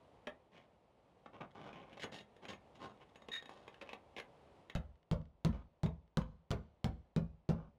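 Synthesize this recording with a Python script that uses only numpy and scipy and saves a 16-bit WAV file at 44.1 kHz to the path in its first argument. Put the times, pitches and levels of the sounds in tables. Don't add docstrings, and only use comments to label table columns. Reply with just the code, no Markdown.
import sys
import numpy as np
from scipy import signal
from scipy.fft import rfft, irfft
from scipy.io import wavfile
from scipy.ndimage import uniform_filter1d

SR = 44100
rng = np.random.default_rng(int(sys.argv[2]) if len(sys.argv) > 2 else 0)


def store_pcm(level_fs):
    pcm = np.round(np.clip(level_fs, -1, 1) * 32767).astype(np.int16)
    wavfile.write(sys.argv[1], SR, np.atleast_2d(pcm).T)


N = 343098


def amp(db):
    return 10 ** (np.asarray(db) / 20)


def unit(x):
    return x / (np.linalg.norm(x) + 1e-20)


def curve_at(points, hz):
    points_hz, values = np.transpose(points)
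    return np.interp(np.log(hz + 1), np.log(points_hz), values)


def add(mix, start_s, sound):
    part = mix[max(round(start_s * SR), 0):][:len(sound)]
    part += sound[:len(part)]


def convolve(x, response):
    return signal.fftconvolve(x, response)[:len(x)]


def colour(x, eq, size=2048):
    log_gain = np.log(amp(curve_at(eq, abs(np.fft.fftfreq(size, 1 / SR)))))
    spectrum = np.exp(np.conj(signal.hilbert(log_gain)))
    return convolve(x, unit(np.fft.ifft(spectrum).real))


def wobble(n, size):
    return np.sqrt(n) * unit(uniform_filter1d(rng.standard_normal(n), size))


def ring(x, modes, uneven_db=0, detune=0, size=10000):
    t = np.arange(size) / SR
    response = np.zeros(size)
    for hz, db, t60 in modes:
        level_draw, pitch_draw = rng.standard_normal(2)
        tone = np.sin(2 * np.pi * hz * (1 + detune * pitch_draw) * t)
        response += amp(db + uneven_db * level_draw) * unit(amp(-60 * t / t60) * tone)
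    return convolve(x, unit(response))


def damped(modes, t60_s):
    return [(hz, db, t60_s) for hz, db in modes]


def crunch(decay_ms, rise_ms, size=2048):
    t_ms = 1000 * np.arange(size) / SR
    fade = np.exp(-t_ms / decay_ms) * (1 - np.exp(-t_ms / rise_ms))
    spectrum = rfft(rng.standard_normal(size) * fade)
    flattened = spectrum / np.sqrt(uniform_filter1d(abs(spectrum) ** 2, size // 16))
    return unit(irfft(flattened) * np.sqrt(fade)) * np.linalg.norm(fade)


def grains(n, per_s, spread_db):
    slips = rng.random(n) < per_s / SR
    sign = rng.choice([-1., 1.], n)
    strength = amp(spread_db * np.minimum(rng.exponential(1, n), np.pi))
    return np.sqrt(n) * unit(slips * sign * strength)


def push(length_s, peak_share, catch_s=0.0042, swell_db=7.5, ease_db=20):
    t = np.arange(1, length_s * SR) / SR
    swell = np.interp(t, [0, peak_share * length_s, length_s], [-swell_db, 0, -ease_db])
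    edges = np.clip(np.minimum(t, length_s - t) / catch_s, 1e-4, 1)
    return swell + 20 * np.log10(edges)


# freq_hz, gain_db
HISS_EQ = [(25, -19.5), (60, 0.5), (160, -2), (300, -5), (550, -2), (900, -7), (1500, -22), (3000, -22.5),
           (6000, -35), (10000, -39), (16000, -62.5)]
# time_s, level_db
HISS_FADER = [(0, -66.5), (.6, -72), (2.7, -67), (4.601, -66.5), (5.001, -77), (7.78, -77.5)]
def hiss(treble_db_per_db=0.16, waver_db=1, crossover_hz=1500):
    level_db = np.interp(np.arange(N) / SR, *np.transpose(HISS_FADER))
    air = colour(rng.standard_normal(N), HISS_EQ)
    low = signal.lfilter(*signal.butter(2, crossover_hz, fs=SR), air)
    high = signal.lfilter(*signal.butter(2, crossover_hz, "high", fs=SR), air)
    treble = amp(treble_db_per_db * (level_db - level_db.max()))
    return amp(level_db + waver_db * wobble(N, size=11000)) * (low - treble * high)


# freq_hz, t60_s
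ROOM_DECAY = [(100, 0.43), (400, 0.23), (1100, 0.25), (3000, 0.14), (7500, 0.099), (15000, 0.21)]
def room(x, wet_db, late_db, late_t60_s=0.55, gap_s=0.0014, size=24000):
    hz, t, noise = signal.stft(rng.standard_normal(size), SR, nperseg=256)
    near = amp(-60 * t / curve_at(ROOM_DECAY, hz)[:, None])
    far = amp(late_db - 60 * t / late_t60_s) / np.hypot(1, hz[:, None] / 4000)
    tail = signal.istft(noise * np.hypot(near, far), SR, nperseg=256)[1]
    tail *= np.clip(np.arange(len(tail)) / SR / gap_s - .5, 0, 1)
    return x + amp(wet_db) * convolve(x, unit(tail))


# freq_hz, gain_db
GRIT_EQ = [(600, -13.5), (1300, 2), (1750, 2), (2200, 8.5), (2900, 3.5), (3600, -3), (4500, -20.5),
           (6500, -19), (9000, -49.5), (12500, -42.5), (16000, -63.5)]
MORTAR_EQ = [(40, -21.5), (110, -4), (200, 1.5), (330, -2), (500, 0), (780, 0), (1050, 0.5), (1500, -4.5),
             (3000, -58)]
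GLAZE_EQ = [(1200, -28.5), (2500, 21.5), (4000, 9), (6500, -6), (10000, -21.5), (12500, -46.5),
            (16000, -46)]
# pitch_hz, level_db
BED_LOW_MODES = [(225, 0.5), (290, -7), (450, -4), (520, -2.5), (690, -8), (790, -6.5), (1130, -4)]
BED_HIGH_MODES = [(1420, 0.5), (1790, -10), (2050, -12.5), (2300, -12), (2560, 1.5), (2950, 2), (3250, -4),
                  (3650, -6)]
# pitch_hz, click_level_db, squeak_level_db, t60_s
TILE_MODES = [(1750, 1, 1, 0.3), (1832, 6.5, 10, 0.23), (1860, 11.5, 8, .14), (2070, 11, -13, .05),
              (2440, 2, -8.5, .08), (3310, 9, -13, 0.086), (3720, 9.5, 11, 0.17), (3756, 8, 12, .1),
              (6670, 8, -6.5, 0.091), (7220, -8.5, -26, 0.12), (7500, -14.5, -22, .12),
              (9523, -3, -19.5, 0.08), (10450, -12, -28.5, .13), (14100, -19.5, -28, 0.11)]
def tile(forces, start_s, grit_db, mortar_db, glaze_db, ring_db):
    grit, mortar, glaze = forces
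    grip_span_s = [3, 3.65]
    cut_hz = np.interp(start_s, grip_span_s, [50, 305])
    ring_share = np.interp(start_s, grip_span_s, [1, 0.49])
    mortar = signal.lfilter(*signal.butter(2, cut_hz, "high", fs=SR), mortar)
    bed_high = ring(grit, damped(BED_HIGH_MODES, t60_s=0.035 * ring_share), uneven_db=2.5, detune=0.027)
    bed_low = ring(mortar, damped(BED_LOW_MODES, t60_s=0.055), uneven_db=2, detune=0.049)
    gritty = amp(-3) * colour(grit, GRIT_EQ) + amp(-9.5) * bed_high
    dull = amp(-4) * colour(mortar, MORTAR_EQ) + amp(-10.5) * bed_low
    bright = colour(glaze, GLAZE_EQ)
    modes = [(hz, db, t60 * ring_share) for hz, db, _, t60 in TILE_MODES]
    ringing = ring(glaze, modes, uneven_db=2, detune=0.004)
    return amp(grit_db) * gritty + amp(mortar_db) * dull + amp(glaze_db) * bright + amp(ring_db) * ringing


# start_s, end_s, ticks_per_s, level_db
SAND_SPANS = [(1.506, 3.8, 5, -57.5), (4.906, 7.6, 4, -63)]
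def loose_sand(spread_db=5, tail=6000):
    out = np.zeros(N)
    for start_s, end_s, per_s, db in SAND_SPANS:
        n = round((end_s - start_s) * SR)
        cracking = rng.random(n) < per_s / SR
        cracks = cracking * amp(db + spread_db * rng.uniform(-1, 1, n))
        force = convolve(np.pad(cracks, (0, tail)), crunch(decay_ms=1.7, rise_ms=0.49))
        ticks = tile([force] * 3, start_s, grit_db=-2, mortar_db=-11.5, glaze_db=-7, ring_db=-18)
        add(out, start_s, ticks)
    return room(out, wet_db=-19.5, late_db=-28)


# start_s,
# length_s, peak_share, grit_db, mortar_vs_grit_db, glaze_vs_grit_db
PUSH_STROKES = [(0.517, 0.15, 0.38, -59, 1, -20), (1.329, 0.11, 0.12, -60, 9, -42),
                (1.403, 0.058, 0.097, -53.5, 13.5, -45), (1.547, 0.21, 0.61, -56, 9, -20),
                (1.725, 0.18, 0.33, -55, 4.5, -38), (1.893, 0.105, 0.335, -58.5, 4, -28),
                (1.967, 0.023, .3, -49.5, 4, -15), (1.994, 0.054, 0.95, -41.5, -8, -12.5),
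                (2.036, 0.049, 0.066, -51, 9.5, -26), (2.116, 0.12, 0.37, -48.5, -0.5, -7.5),
                (2.416, 0.06, 0.47, -56, 6.5, -18), (2.481, 0.077, 0.068, -43.5, 0, -11.5),
                (2.748, 0.036, 0.49, -59.5, 3.5, -9), (2.794, 0.13, .35, -54, 9, -10),
                (2.997, 0.048, 0.72, -59.5, 3, -26), (3.492, 0.35, 0.11, -63, 7.5, -10),
                (3.808, 0.032, 0.37, -47.5, 4, -17), (3.85, 0.12, 0.49, -56, 3, -26),
                (4.164, 0.0448, 0.53, -44.5, 0, -19.5), (5.522, 0.11, 0.08, -59.5, 9, -25),
                (7.512, 0.18, 0.089, -69.5, 15.5, -32)]
def scrapes(mortar_follows=0.72, tail=6000):
    out = np.zeros(N)
    for start_s, length_s, peak_share, db, mortar_db, glaze_db in PUSH_STROKES:
        effort_db = push(length_s, peak_share)
        n = len(effort_db)
        clumps = amp(2.5 * wobble(n, size=220))
        slips = np.sqrt(n) * unit(grains(n, per_s=1700, spread_db=4) * clumps)
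        levels = amp(db) * amp([effort_db, mortar_db + mortar_follows * effort_db, glaze_db + effort_db])
        forces = np.pad(levels * slips, ((0, 0), (0, tail)))
        add(out, start_s, tile(forces, start_s, grit_db=-4.5, mortar_db=-3.5, glaze_db=4, ring_db=-3.5))
    return room(out, wet_db=-5.5, late_db=-38)


# start_s, length_s, peak_share, level_db
EDGE_RUBS = [(3.315, 0.034, .8, -40.5), (3.347, 0.062, 0.12, -40.5)]
def squeaks(flutter_db=2, flutter_hz=28):
    out = np.zeros(N)
    for start_s, length_s, peak_share, db in EDGE_RUBS:
        effort_db = push(length_s, peak_share)
        n = len(effort_db)
        song = np.zeros(n)
        for hz, _, mode_db, _ in TILE_MODES:
            cycles = np.cumsum(hz + flutter_hz * wobble(n, size=140)) / SR
            song += amp(mode_db + flutter_db * wobble(n, size=70)) * np.sin(2 * np.pi * cycles)
        slips = grains(n, per_s=2900, spread_db=17.5)
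        rasp = amp(-9) * colour(slips, GRIT_EQ) + amp(-18) * colour(slips, GLAZE_EQ)
        add(out, start_s, amp(db + effort_db) * (np.sqrt(n) * unit(song) + rasp))
    return room(out, wet_db=-6, late_db=-20)


# start_s, grit_db, mortar_vs_grit_db, glaze_vs_grit_db
EDGE_HITS = [(0.27, -32, -14, -22), (0.2758, -43, 5, -35), (1.259, -48.5, 8.5, -38.5),
             (1.2632, -50, 4, -35), (1.409, -43, -11, -43.5), (1.729, -43, -2, -28),
             (1.929, -47.5, -3, -15), (1.9958, -41.5, -3, -14), (2.0396, -39, 4.5, -12),
             (2.1225, -53, 9.5, -10), (2.3645, -54, 1.5, -8), (2.4517, -38.5, -2, -20),
             (2.5324, -40.5, -37, -25), (3.157, -45, -0.5, -11), (3.2193, -52, 4.5, -9),
             (3.2849, -39, 1.5, -12.5), (3.4236, -47.5, 3, -8), (3.456, -43.5, -3.5, -11),
             (3.4925, -44, 5.5, -12), (3.6783, -42, 1.5, -17), (3.7425, -45, -19.5, -25),
             (3.8133, -38.5, -27, -40), (3.8909, -37, -4, -31), (3.931, -34, -1.5, -18.5),
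             (4.1642, -35.5, -4.5, -30), (4.182, -33, -5.5, -34), (4.1983, -32.5, -7.5, -17),
             (4.6975, -35.5, -18, -22), (4.7576, -34.5, -7, -13.5), (5.8599, -39.5, 0.5, -13.5),
             (6.216, -45.5, 1, -15)]
# pitch_hz, level_db
CLACK_MODES = [(255, -4), (440, -5), (500, 0), (595, 4), (785, -8.5), (1690, -4), (1830, -2), (2600, -35),
               (3230, -7), (3450, -10)]
def clicks(clack_s=0.271, tail=9000):
    out = np.zeros(N)
    for start_s, db, mortar_db, glaze_db in EDGE_HITS:
        bump = np.pad(crunch(decay_ms=3.45, rise_ms=0.94), (0, tail))
        forces = amp([[db], [db + mortar_db], [db + glaze_db]]) * bump
        add(out, start_s, tile(forces, start_s, grit_db=-4.5, mortar_db=0.5, glaze_db=-3.5, ring_db=1.5))
    landing = np.pad(crunch(decay_ms=3.2, rise_ms=0.48), (0, tail))
    add(out, clack_s, amp(-33.5) * ring(landing, damped(CLACK_MODES, t60_s=0.085)))
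    return room(out, wet_db=-4.5, late_db=-31)


# pitch_hz, level_db, t60_s
WALL_MODES = [(54.9, -42.5, 0.77), (74.94, -37.5, 0.48), (96, -37, 0.18), (114.1, -24, 0.12),
              (150.3, -17, 0.09), (163.1, -25, 0.27), (206.7, -26.5, 0.16), (221.3, -24.5, 0.059)]
def wall(t, boom_db, boom_hz=160.3, boom_width_hz=29, fade_s=0.19, spread_s=0.0031):
    swing = np.zeros(len(t))
    for hz, db, t60 in WALL_MODES:
        lift_db = boom_db * np.exp(-((hz - boom_hz) / boom_width_hz) ** 2)
        swing -= amp(db + lift_db - 60 * t / t60) * np.cos(2 * np.pi * hz * t)
    swing *= 1 - np.exp(-t / spread_s)
    return swing * amp(-9 * (t / fade_s) ** 3)


# freq_hz, gain_db
SLAP_EQ = [(100, -23.5), (220, 7.5), (300, -10.5), (400, 0), (560, 0.5), (800, -8), (1200, -9.5),
           (1700, -16), (3000, -21.5), (6000, -26.5), (15000, -54.5)]
TICK_EQ = [(500, 10.5), (1300, 2.5), (2600, -1.5), (4000, 4), (5300, -9), (7500, -10.5), (10000, -19),
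           (14000, -24), (16000, -33)]
# pitch_hz, level_db, t60_s
KNOCK_MODES = [(350, -2, 0.11), (398, 1, 0.12), (432, -3, 0.11), (518, 0.5, 0.1), (578, -4.5, 0.12),
               (674, -6, 0.1), (755, -11, 0.1), (948, -10.5, 0.15)]
# start_s, thump_db, boom_vs_thump_db, contact_ms, slap_db, tick_db
FIST_BLOWS = [(4.7509, 0, -1, 1.38, -43.5, -42.5), (5.1127, 2.5, 0, 1.07, -39, -41.5),
              (5.4482, 4, 1, 0.82, -36, -34), (5.8328, 0, -1, 0.74, -40.5, -43.5),
              (6.1712, 0.5, -1, 0.54, -37.5, -35.5), (6.5058, 1, -4, 1.14, -39, -42),
              (6.5141, -26, 2, 0.83, -40, -37), (6.8436, 2, -7.5, 0.78, -39, -36),
              (7.1627, 0.5, 0, 0.5, -40.5, -42), (7.4898, 1, 0.5, 0.59, -37, -51)]
def knocks(size=26000):
    t, out = np.arange(size) / SR, np.zeros(N)
    for start_s, thump_db, boom_db, contact_ms, slap_db, tick_db in FIST_BLOWS:
        press = t * np.exp(-1000 * t / contact_ms)
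        thump = amp(thump_db) * convolve(wall(t, boom_db), press / press.sum())
        add(out, start_s, room(thump, wet_db=-13, late_db=-40))
        glove = amp(slap_db) * np.pad(crunch(decay_ms=5.95, rise_ms=1.39), (0, size))[:size]
        slap = colour(glove, SLAP_EQ) + amp(-9.5) * ring(glove, KNOCK_MODES, uneven_db=3.5, detune=0.018)
        snap = np.pad(crunch(decay_ms=1.36, rise_ms=0.31), (0, size))[:size]
        tick = amp(tick_db) * colour(snap, TICK_EQ)
        add(out, start_s, amp(2.5) * room(slap, wet_db=4, late_db=-19))
        add(out, start_s, amp(9.5) * room(tick, wet_db=-10.5, late_db=-15.5))
    return out


def scene():
    return (clicks() + loose_sand() + scrapes() + squeaks() + knocks() + hiss())[None]


def record(dry, ceiling_db=-26.5, low_cut_hz=18, high_cut_hz=15900):
    clipped = np.clip(dry, -amp(ceiling_db), amp(ceiling_db))
    tilted = signal.lfilter(*signal.butter(1, low_cut_hz, "high", fs=SR), clipped)
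    high_cut = signal.firwin(255, high_cut_hz, window=("kaiser", 8), fs=SR)
    return signal.oaconvolve(tilted, high_cut[None], "same")


dry = scene()
out = record(dry)
store_pcm(out)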